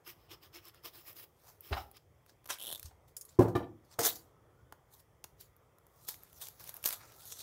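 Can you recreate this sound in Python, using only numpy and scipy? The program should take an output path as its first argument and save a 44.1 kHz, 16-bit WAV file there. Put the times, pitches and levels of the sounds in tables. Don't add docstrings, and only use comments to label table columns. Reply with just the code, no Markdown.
import sys
import numpy as np
from scipy import signal
from scipy.fft import rfft, irfft
from scipy.io import wavfile
from scipy.ndimage import uniform_filter1d

SR = 44100
rng = np.random.default_rng(int(sys.argv[2]) if len(sys.argv) > 2 else 0)


def elevation(decibels):
    levels = np.asarray(decibels, float)
    return 10 ** (levels / 20)


def transcribe(signal):
    frames = np.atleast_2d(signal).T
    limited = np.clip(frames, -1, 1)
    pcm = np.round(limited * 32767).astype(np.int16)
    wavfile.write(sys.argv[1], SR, pcm)


N = 327222

# frequency in [Hz], density in [dB per Hz].
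HUM_SPECTRUM = [(15, -39), (25, -19), (108, 1), (195, -20), (451, -11.5), (659, -16.5), (1230, -20),
                (1610, -29), (1940, -25), (2910, -38), (3250, -30), (4030, -42.5), (5430, -36.5),
                (8140, -39.5), (16000, -38.5)]
# time in [s], gain in [dB].
STREET_SWELL = [(0, 0), (2, -2.2), (4.3, 1.1), (5, -0.6), (7.42, 0.4)]
# peak in [s], rise in [s], fall in [s], level in [dB].
WHIRR_SWELLS = [
    (.6, .7, .7, -80),
    (4.5, .6, 0.44, -79.5),
    (6.0, 0.96, .9, -79),
    (7.0, .6, .7, -72.5),
]
# frequency in [Hz], t60 in [s].
KITCHEN_T60 = [(80, .25), (150, 0.6), (400, 0.4), (1500, 0.27), (5000, 0.21), (14000, 0.26)]
# start in [s], peak in [dB], sway in [dB], upper modes in [dB],
# foil rattle in [dB].
TABLE_BLOWS = [
    (3.3876, -12, -15, -11, -12),
    (3.405, -14.5, -24, -10, -13),
    (3.419, -19, -16, -11, -9),
    (3.45, -23, -25, -12, -30),
    (3.478, -27.5, -12.5, -9.5, -6),
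    (3.551, -15.5, -19, -10.5, -11),
    (3.6, -30, -20, -10, -30),
    (3.63, -36, -19, -21.5, -34),
    (3.986, -27, -24, -1, 0),
    (4.012, -28, -24, -8, -5),
]
# start in [s], peak in [dB], sway in [dB], upper modes in [dB],
# sway frequency in [Hz].
FRAME_BUMPS = [
    (1.705, -40, -6, -3, 90),
    (1.7135, -29, -2, -12, 62),
    (1.727, -32, -9, 0.5, 56.5),
    (2.845, -53, 8, -27, 73),
    (7.388, -59, -4, -16, 101),
]
# frequency in [Hz], level in [dB], t60 in [s].
TABLE_MODES = [(107, -2, .1), (191, -7, .08), (224, -8, .057), (266, -3, .06), (331, 1, .07), (352, 0, .05),
               (414, -5, .05), (461, -4, .07), (507, -7, .08), (590, -9, .06), (665, -9, .06),
               (726, -10, .06), (835, -11, .07), (1003, -13, .07)]
# frequency in [Hz], density in [dB per Hz].
UPPER_MODES = [(450, -22), (650, 2.5), (1000, -2), (1500, -11.5), (2200, -23), (3500, -30.5), (7000, -54)]
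# frequency in [Hz], density in [dB per Hz].
FOIL_SPECTRUM = [(1500, -24), (2500, -14), (5300, -3.5), (9000, -7.5), (16000, -4.5)]
# start in [s], peak in [dB], frequency in [Hz], swell in [s].
HOLLOW_PUNCHES = [(3.3878, -11.5, 355, .007), (3.389, -35, 1007, .009), (3.404, -31, 790, .008),
                  (3.399, -22, 270, .01), (3.405, -26, 560, .008), (3.448, -27, 460, .008),
                  (3.5535, -26, 370, .008), (3.554, -35, 1170, .009), (3.574, -30, 290, .008),
                  (3.627, -35, 330, .008), (3.989, -33, 460, .012), (4.058, -36, 440, .008),
                  (1.766, -40, 1000, .004), (1.77, -39, 760, .014), (1.71, -42, 400, .012)]
# start in [s], peak in [dB], brightness in [dB per octave].
HANDLE_KNOCKS = [
    (1.727, -18, 2),
    (1.766, -24, -4.5),
    (1.776, -27, -3),
    (2.909, -49, -5),
]
# start in [s], peak in [dB], brightness in [dB per octave].
KNIFE_LANDING = [
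    (3.551, -26.5, -0.5),
    (3.561, -31, 2.5),
    (3.576, -35, -1),
    (3.592, -40, 0),
    (3.627, -43.5, -1),
    (3.641, -48, 2),
]
# frequency in [Hz], level in [dB], t60 in [s].
HELD_KNIFE_MODES = [(750, 1, 0.09), (823, -1, 0.08), (1310, -5, .06), (1460, -6, 0.06), (1820, -3, 0.05),
                    (2200, -6, 0.06), (2900, 3, 0.022), (3900, -3, 0.03), (4700, -26, 0.075),
                    (5200, -22, 0.05)]
# frequency in [Hz], level in [dB], t60 in [s].
FREE_KNIFE_MODES = [(1180, 0, .1), (1500, -6, .06), (1765, -3, .16), (2370, -9, .08), (3060, 3, .03),
                    (3800, -3, .045), (4740, -15, .07), (5600, -16, .07)]
# start in [s], peak in [dB].
STEEL_CLINKS = [
    (3.1662, -26),
    (3.2105, -31),
    (3.251, -39),
    (3.29, -45),
]
# frequency in [Hz], level in [dB], t60 in [s].
BLADE_MODES = [
    [(5157, -5, 0.043), (7208, 0, 0.039), (7499, -25, 5.0), (8430, -4, 0.04), (10170, -10, 0.096),
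     (10610, -3, 0.082), (12140, -10, 0.13), (12810, 0, 0.04), (13930, -11, 0.05), (15180, -14, 0.077)],
    [(5152, -6, 0.068), (6132, -15, 1.0), (6654, 0, 0.074), (7671, -5, 0.1), (9302, -2, 0.084),
     (10010, -10, 0.13), (10650, -8, 0.087), (10960, -8, 0.072), (13920, 0, 0.052), (15330, -18, 0.14)],
    [(4199, -14, 0.048), (8220, -16, 0.13), (9469, -18, 0.14), (11210, -5, 0.049), (11790, 0, 0.048),
     (12040, -15, 0.16), (15480, -19, 0.13)],
    [(5340, -17, 4.3), (5663, -9, 0.12), (6918, 0, 0.018), (7208, 0, 0.038), (12080, -27, 0.23),
     (15000, -30, 5.0)],
]
# time in [s], fizz in [dB], pocket in [dB].
PEEL_SLIPS = [(2.5858, -47, 1), (2.5985, -44, 1), (2.6036, -42, 0), (2.6135, -38, -2), (2.6171, -42, -7),
              (2.6213, -51, 2), (2.6234, -39, -6), (2.6258, -41, -5), (2.6277, -37, -9), (2.6307, -47, -1),
              (2.6367, -37, -4), (2.6416, -42, -8), (2.6434, -37, -5), (2.6509, -38, -5), (2.6605, -38, -2),
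              (2.6692, -33, -6), (2.674, -39, -7), (2.6773, -42, 4), (2.6819, -37, -4), (2.6892, -39, 0),
              (2.6935, -40, -2), (2.6972, -42, -2), (2.7024, -36, -2), (2.7082, -49, -2), (2.7139, -31, -6),
              (2.7214, -36, -6), (2.7265, -29, -4), (2.7328, -36, -7), (2.7386, -40, -5), (2.749, -34, -6),
              (2.7576, -36, -5), (2.7652, -51, -2)]
# time in [s], resonance in [Hz].
PEEL_POCKET = [(2.58, 3200), (2.66, 3400), (2.77, 3600)]
# start in [s], peak above 8 kHz in [dB], middle in [dB], body under 2 kHz in [dB].
FIBRE_SNAPS = [(0.6534, -36.5, -16, -35), (0.6843, -38, -20, -26), (0.7454, -52, -10, -4),
               (1.1294, -42, -16, -26), (1.6073, -32.5, -30, -41), (1.914, -41.5, -18, -26),
               (1.9684, -49.5, 1, -19), (2.2627, -51, -11, -11), (2.443, -49, -11, -16),
               (2.457, -44, -8, -10), (2.4605, -40, -8, -15), (2.4748, -37, -16, -16),
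               (2.4895, -38, -10, -14), (2.4945, -36, -10, -14), (2.5025, -28, -8, -12),
               (2.5293, -34, -14, -20), (2.5395, -35, -16, -20), (2.546, -40, -6, -16),
               (3.0825, -52, -16, -30), (3.283, -52, -16, -30), (3.316, -56, -12, -30),
               (3.328, -55, -12, -30), (3.354, -60, -6, -30), (2.7776, -42, -8, -28),
               (2.796, -29, -15, -32), (2.829, -30.5, -12, -26), (3.991, -25.5, -19, 0.5),
               (4.724, -50, -1, 7.5), (5.241, -38.5, 0, -30), (5.2438, -37, -13, -10),
               (5.4101, -33, -22, -28), (5.5647, -47, -24.5, -18), (5.7842, -50.5, -16.5, -8.5),
               (5.867, -50.5, -22, -12), (7.208, -43, -7, -28), (7.388, -40, -17, -28),
               (7.404, -41, -5, -20)]
# start in [s], peak above 8 kHz in [dB], depth of the crack in [dB].
STRIP_CRACKLE = [(6.0864, -23, 2.5), (6.0906, -23.5, -5), (6.1424, -38, 4.5), (6.2342, -36, -13),
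                 (6.3295, -42.5, 0.5), (6.4137, -40, 7), (6.4694, -41, 13), (6.4852, -32, 4),
                 (6.5974, -41.5, 2), (6.611, -40, -10), (6.6408, -35, -2), (6.6749, -35, -0.5),
                 (6.6925, -28, 0.5), (6.7411, -27.5, -11), (6.7665, -28.5, -11), (6.828, -34.5, -8),
                 (6.8407, -25, 4), (6.8578, -13, 0.5), (6.8614, -19.5, 3.5), (6.8726, -22, -22),
                 (6.8754, -17, -9), (6.8882, -18, -4), (6.8902, -27, -1), (6.9064, -26.5, 5.5),
                 (6.9174, -31, 0), (6.9263, -22.5, -1), (6.9353, -26, -8), (7.1206, -45.5, 3),
                 (7.254, -36.5, -4), (7.3224, -35, 10.5)]
# frequency in [Hz], density in [dB per Hz].
FIZZ_SPECTRUM = [(8000, -37), (9500, -8), (11500, 0), (16000, -2)]
# frequency in [Hz], density in [dB per Hz].
SKIN_SPECTRUM = [(1760, -52.5), (3000, -9), (3640, 0), (5260, -0.5), (6290, 0.5), (9000, -2.5),
                 (11700, -33.5), (19800, -120)]
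# peak in [s], rise in [s], fall in [s], pressure in [dB], body under 3 kHz in [dB].
PALM_RUBS = [
    (2.296, 0.034, 0.049, -63, -6),
    (2.775, 0.01, .06, -61, -7),
    (2.86, .07, .07, -55, -10),
    (3.292, 0.027, 0.16, -66.5, -8),
    (3.915, .02, 0.12, -66, -4),
    (3.942, .1, .015, -65, -4),
    (3.991, 0.0045, 0.16, -34, -6.5),
    (7.01, 0.053, 0.46, -65, 6),
    (7.324, .04, 0.026, -46, -17),
    (7.41, 0.16, .06, -47.5, -16),
]
# peak in [s], rise in [s], fall in [s], pressure in [dB], body under 3 kHz in [dB].
PEEL_TEARS = [(1.49, 0.18, 0.13, -64.5, 0), (3.082, .02, 0.083, -72.5, -3.5), (3.85, .015, .06, -80, -20),
              (4.157, .012, .06, -54, -18), (4.938, .055, 0.073, -63.5, -11),
              (5.002, 0.047, 0.035, -65.5, -9.5), (5.408, 0.033, 0.094, -59.5, -11.5),
              (6.05, 0.27, 0.059, -67, -18), (6.086, 0.023, 0.11, -46, -11), (6.23, 0.1, 0.17, -74.5, 7),
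              (6.38, 0.18, .05, -64, -10), (6.418, 0.028, 0.13, -47.5, -8.5), (6.605, 0.017, 0.062, -62, 1),
              (6.7, 0.13, 0.02, -53.5, -6.5), (6.762, 0.23, .14, -64, 2),
              (6.858, 0.023, 0.074, -36.5, -7.5), (6.934, 0.055, 0.049, -45, -6.5),
              (7.28, 0.29, 0.13, -58, -17)]
# peak in [s], rise in [s], fall in [s], pressure in [dB], power of the flank.
TIP_BITE = (2.503, .018, .075, -33.5, 1.15)
# frequency in [Hz], density in [dB per Hz].
BITE_SPECTRUM = [(150, -44), (250, -20), (1500, -2), (1850, -5), (3230, -4), (5000, -8), (11700, -12),
                 (16000, -15)]
# peak in [s], rise in [s], fall in [s], pressure in [dB], power of the flank.
HAND_SWIPE = (4.06, .045, .075, -30, 1.35)
# peak in [s], rise in [s], fall in [s], pressure in [dB], fizz above 9 kHz in [dB].
SAW_STROKES = [(0.085, 0.041, 0.061, -52, 4.5), (.22, .12, .12, -74, 0), (.322, 0.035, 0.046, -51.5, -1.5),
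               (.44, 0.036, 0.063, -62.5, 4.5), (0.556, 0.038, 0.06, -53.5, 0.5),
               (0.683, 0.082, 0.035, -59, 3), (.748, 0.02, 0.086, -68, 0), (.858, 0.031, 0.049, -49.5, 5),
               (.955, .04, .13, -63.5, 12), (1.086, 0.049, 0.064, -61, 14), (1.178, 0.037, 0.088, -62, 14),
               (1.24, 0.031, 0.019, -68.5, 14.5), (1.661, 0.066, 0.3, -64.5, 10),
               (1.73, .015, 0.025, -49, -15), (1.786, 0.085, 0.07, -58.5, 1),
               (1.977, 0.052, 0.0076, -59.5, -3)]
# frequency in [Hz], density in [dB per Hz].
BLADE_SPECTRUM = [(120, -48), (200, -29), (344, 4.5), (774, -4.5), (1210, 7), (1350, -1), (3150, 3.5),
                  (4190, -5.5), (4910, -9.5), (9000, -16), (11700, -47), (19800, -120)]
# frequency in [Hz], width in [Hz], level in [dB].
SAWING_RINGS = [(328, 11.5, -8.5), (1170, 190, -28), (3070, 310, -41), (5120, 340, .4)]


def evened(x):
    return x / np.sqrt(np.mean(x ** 2) + 1e-20)


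def peaked(x):
    return x / abs(x).max()


def read(points, hz):
    f, value = np.transpose(points)
    return np.interp(np.log(hz + 1), np.log(f + 1), value)


def add(mix, start_s, sound):
    part = mix[round(start_s * SR):][:len(sound)]
    part += sound[:len(part)]


def coloured(x, points):
    gain = elevation(read(points, np.fft.rfftfreq(len(x), 1 / SR)))
    return evened(irfft(rfft(x) * gain, len(x)))


def resonate(x, hz, width_hz):
    turn = np.exp(2j * np.pi * np.cumsum(hz * np.ones(len(x))) / SR)
    r = np.exp(-np.pi * width_hz / SR)
    return 2 * (turn * signal.lfilter([1 - r], [1, -r], x / turn + 1e-18)).real


def smoothed(x, rows, columns):
    return uniform_filter1d(uniform_filter1d(x, size=rows, axis=0), size=columns, axis=1)


def patchy(x, patch_db):
    z = signal.stft(x, nperseg=256)[2]
    field = evened(smoothed(rng.standard_normal(z.shape), 6, 14))
    return evened(signal.istft(z * elevation(patch_db * field), nperseg=256)[1][:len(x)])


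def friction(grit_db, n, per_s, grain_ms):
    catches = elevation(grit_db * np.minimum(rng.exponential(1, n), 4)) * (rng.random(n) < per_s / SR)
    power = signal.lfilter([1], [1, -np.exp(-1000 / (grain_ms * SR))], catches ** 2) + 0.9
    power /= uniform_filter1d(power, size=1500)
    return np.sqrt(power) * rng.standard_normal(n)


def stroke(peak_s, rise_s, fall_s, db, curve):
    t = np.arange(N) / SR - peak_s
    u = np.minimum(np.where(t < 0, -t / rise_s, t / fall_s), 4)
    return elevation(db - 30 * u ** curve)


def ring(modes, t, spread_db, rough=0., size=40):
    hz, db, t60 = np.transpose(modes)[:, :, None]
    level_luck, pitch_luck, sign_luck = rng.standard_normal((len(hz), 3)).T[:, :, None]
    height = np.sign(sign_luck) * elevation(db + spread_db * level_luck)
    rattle = evened(uniform_filter1d(rng.standard_normal((len(hz), len(t))), size=size, axis=1))
    flutter = 1 - rough + rough * rattle
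    tone = np.sin(2 * np.pi * hz * (1 + 0.0093 * pitch_luck) * t)
    return height * flutter * elevation(-60 * t / t60) * tone


def hum():
    frames, hz = N // 256 + 5, np.fft.rfftfreq(1024, 1 / SR)
    a, b, patches = rng.standard_normal((frames, 513, 3)).T
    patches = evened(smoothed(patches, 8, 16))
    swell_db = np.interp(np.arange(frames) * 256 / SR, *np.transpose(STREET_SWELL)) * (hz[:, None] < 2000)
    z = (a + 1j * b) * elevation(read(HUM_SPECTRUM, hz)[:, None] + 1.6 * patches + swell_db)
    return elevation(-66.5) * evened(signal.istft(z, nperseg=1024, noverlap=768)[1][:N])


def whirr():
    centre_hz, width_hz, waver_hz = 1300, 60, 90
    waver = evened(uniform_filter1d(uniform_filter1d(rng.standard_normal(N), size=4000), size=4000))
    hz = centre_hz + waver_hz * waver
    band = resonate(resonate(rng.standard_normal(N), hz, width_hz), hz, width_hz)
    return patchy(band, 3.0) * sum(stroke(*row, 2) for row in WHIRR_SWELLS)


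def kitchen(x):
    taps = np.zeros(SR)
    at = np.arange(200, SR - 20, 20)
    taps[at + rng.integers(0, 20, len(at))] = rng.choice([-1., 1.], len(at))
    hz, t, z = signal.stft(taps, SR, nperseg=512)
    tail = signal.istft(z * elevation(-60 * t / read(KITCHEN_T60, hz)[:, None]), SR, nperseg=512)[1]
    return signal.fftconvolve(x, tail / np.linalg.norm(tail))[:N]


def table():
    out, t = np.zeros(N), np.arange(SR // 2) / SR
    blow_sway_hz, bump_foil_db = 114.5, -27
    hits = [(*blow, blow_sway_hz) for blow in TABLE_BLOWS]
    hits += [(*bump, bump_foil_db, hz) for *bump, hz in FRAME_BUMPS]
    for s, db, sway_db, upper_db, foil_db, sway_hz in hits:
        sway = -np.sin(2 * np.pi * sway_hz * t) * elevation(sway_db + 11.5 - 60 * t / 0.072)
        upper = coloured(rng.standard_normal(len(t)), UPPER_MODES) * elevation(upper_db - 2 - 60 * t / 0.083)
        top = peaked(ring(TABLE_MODES, t, 1.3).sum(0))
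        wood = (sway + top + upper) * (1 - np.exp(-t / 0.0042))
        foil = coloured(friction(2.6, len(t), 500, 0.9), FOIL_SPECTRUM)
        foil = foil * elevation(foil_db - 15 - 60 * t / 0.085) * (1 - np.exp(-(t / .005) ** 2))
        add(out, s, elevation(db - 1) * (wood + foil))
    return out


def punches():
    out, t = np.zeros(N), np.arange(SR // 8) / SR
    for s, db, hz, swell_s in HOLLOW_PUNCHES:
        u = t / swell_s
        add(out, s, -elevation(db) * u * np.exp(.5 - .5 * u ** 2) * np.sin(2 * np.pi * hz * t))
    return out


def handle():
    out, t = np.zeros(N), np.arange(SR // 3) / SR
    hits = [(*k, HELD_KNIFE_MODES) for k in HANDLE_KNOCKS] + [(*k, FREE_KNIFE_MODES) for k in KNIFE_LANDING]
    for s, db, tilt_db, modes in hits:
        octaves = np.log2(np.transpose(modes)[0] / 1500)
        rings = peaked(elevation(tilt_db * octaves) @ ring(modes, t, 1.5, rough=.3, size=300))
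        colour = [(400, -28.5), (800, -tilt_db), (4000, tilt_db - 13.5), (8000, -45)]
        clatter = coloured(rng.standard_normal(len(t)), colour) * elevation(-8.5 - 60 * t / 0.07)
        add(out, s, elevation(db - 6.5) * (rings + clatter) * (1 - np.exp(-t / 0.0014)))
    return out


def clinks():
    out, t = np.zeros(N), np.arange(8000) / SR
    longest_s = .06
    for (s, db), modes in zip(STEEL_CLINKS, BLADE_MODES):
        foil = coloured(rng.standard_normal(len(t)), [(3000, -26), (4500, -10), (6500, 0.5), (15000, 2.5)])
        foil = foil * elevation(-60 * t / 0.09)
        damped = [(hz, g, min(t60, longest_s)) for hz, g, t60 in modes]
        steel = peaked(ring(damped, t, 1.0, rough=.65, size=50).sum(0))
        add(out, s, elevation(db - 5) * (steel + elevation(-14) * foil) * (1 - np.exp(-t / .0006)))
    return out


def creak():
    t = np.arange(N) / SR
    drag = elevation(-58) * rng.standard_normal(N) * (abs(t - 2.675) < .09)
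    spits, pushes = drag.copy(), elevation(-3) * drag
    for s, db, pocket_db in PEEL_SLIPS:
        slip = elevation(-60 * t[:500] / np.array([[.007], [.013]])) * rng.standard_normal((2, 500))
        add(spits, s, elevation(db) * slip[0])
        add(pushes, s, elevation(db + pocket_db) * slip[1])
    fizz = elevation(5.5) * resonate(resonate(spits, 11600, 3400), 11600, 3400)
    fizz += elevation(2.5) * resonate(spits, 15200, 1500) + resonate(spits, 8700, 400)
    pocket_hz = np.interp(t, *np.transpose(PEEL_POCKET))
    pocket = elevation(14.5) * resonate(resonate(pushes, pocket_hz, 850), pocket_hz, 850)
    flesh = elevation(-19) * pushes + elevation(4) * resonate(pushes, 600, 500) + elevation(-3) * resonate(pushes, 5200, 400)
    return flesh + fizz + pocket


def snaps():
    out, t = np.zeros(N), np.arange(2048) / SR
    crack, hiss = elevation(-60 * t / .007), elevation(-11 - 60 * t / .025)
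    fade = (crack + hiss) * (1 - np.exp(-t / .0003))
    middle_base_db, body_base_db = -12, -24.5
    crackle = [(s, db, middle_base_db + d, body_base_db + d / 2) for s, db, d in STRIP_CRACKLE]
    for s, db, middle_db, body_db in FIBRE_SNAPS + crackle:
        noise = rng.standard_normal(len(t))
        top = peaked(fade * coloured(noise, FIZZ_SPECTRUM))
        middle = peaked(fade * coloured(noise, [(1300, -21), (2200, -1.5), (7500, -1), (9500, -8.5)]))
        body = peaked(fade * coloured(noise, [(200, -31), (400, 0), (1500, -1.5), (2400, -25.5)]))
        add(out, s, elevation(db - 2.5) * (top + elevation(middle_db + 5.5) * middle + elevation(body_db + 6.5) * body))
    return out


def hands():
    drag = patchy(friction(1.9, N, 700, .8), 2.6)
    body = coloured(drag, [(150, -29), (300, -2.5), (700, 5.5), (1500, 4), (2800, -4), (3600, -21.5)])
    hiss, fizz = coloured(drag, SKIN_SPECTRUM), coloured(drag, FIZZ_SPECTRUM)
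    out = stroke(*TIP_BITE) * coloured(drag, BITE_SPECTRUM)
    out += stroke(*HAND_SWIPE) * (hiss + elevation(-12) * body + elevation(4) * fizz)
    for rows, fizz_db in ((PALM_RUBS, -2.5), (PEEL_TEARS, 5.5)):
        for *row, body_db in rows:
            out += stroke(*row, 0.85) * (hiss + elevation(body_db) * body + elevation(fizz_db) * fizz)
    return out


def knife():
    drag = patchy(friction(1.7, N, 900, .6), 2.0)
    peaks = np.transpose(SAW_STROKES)[0]
    which = np.searchsorted((peaks[1:] + peaks[:-1]) / 2, np.arange(N) / SR)
    bend = rng.uniform(.97, 1.03, len(peaks))[which]
    hiss = coloured(drag, BLADE_SPECTRUM)
    rings = sum(elevation(g) * evened(resonate(hiss, hz * bend, w)) for hz, w, g in SAWING_RINGS)
    low = evened(hiss + rings)
    fizz = coloured(drag, [(8000, -17), (10300, -12.5), (11500, -5.5), (16000, -1)])
    return sum(stroke(*row, 2.02) * (low + elevation(fizz_db) * fizz) for *row, fizz_db in SAW_STROKES)


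def scene():
    fruit = knife() + hands() + snaps() + creak() + clinks()
    wood, steel, punch = table(), handle(), punches()
    echoes = kitchen(elevation(-13.5) * fruit + elevation(-6) * wood + elevation(-9) * steel + elevation(-14) * punch)
    return (fruit + wood + steel + punch + echoes + hum() + whirr())[None]


def band_limit(x):
    return signal.sosfilt(signal.butter(12, 17000, fs=SR, output="sos"), x)


def record(dry):
    thin = signal.sosfilt(signal.butter(3, 42, "high", fs=SR, output="sos"), dry)
    edge = signal.firwin(511, 15750, window=("kaiser", 9), fs=SR)
    mix = signal.oaconvolve(thin, edge[None], "same")
    return band_limit(mix)


dry = scene()
out = record(dry)
transcribe(out)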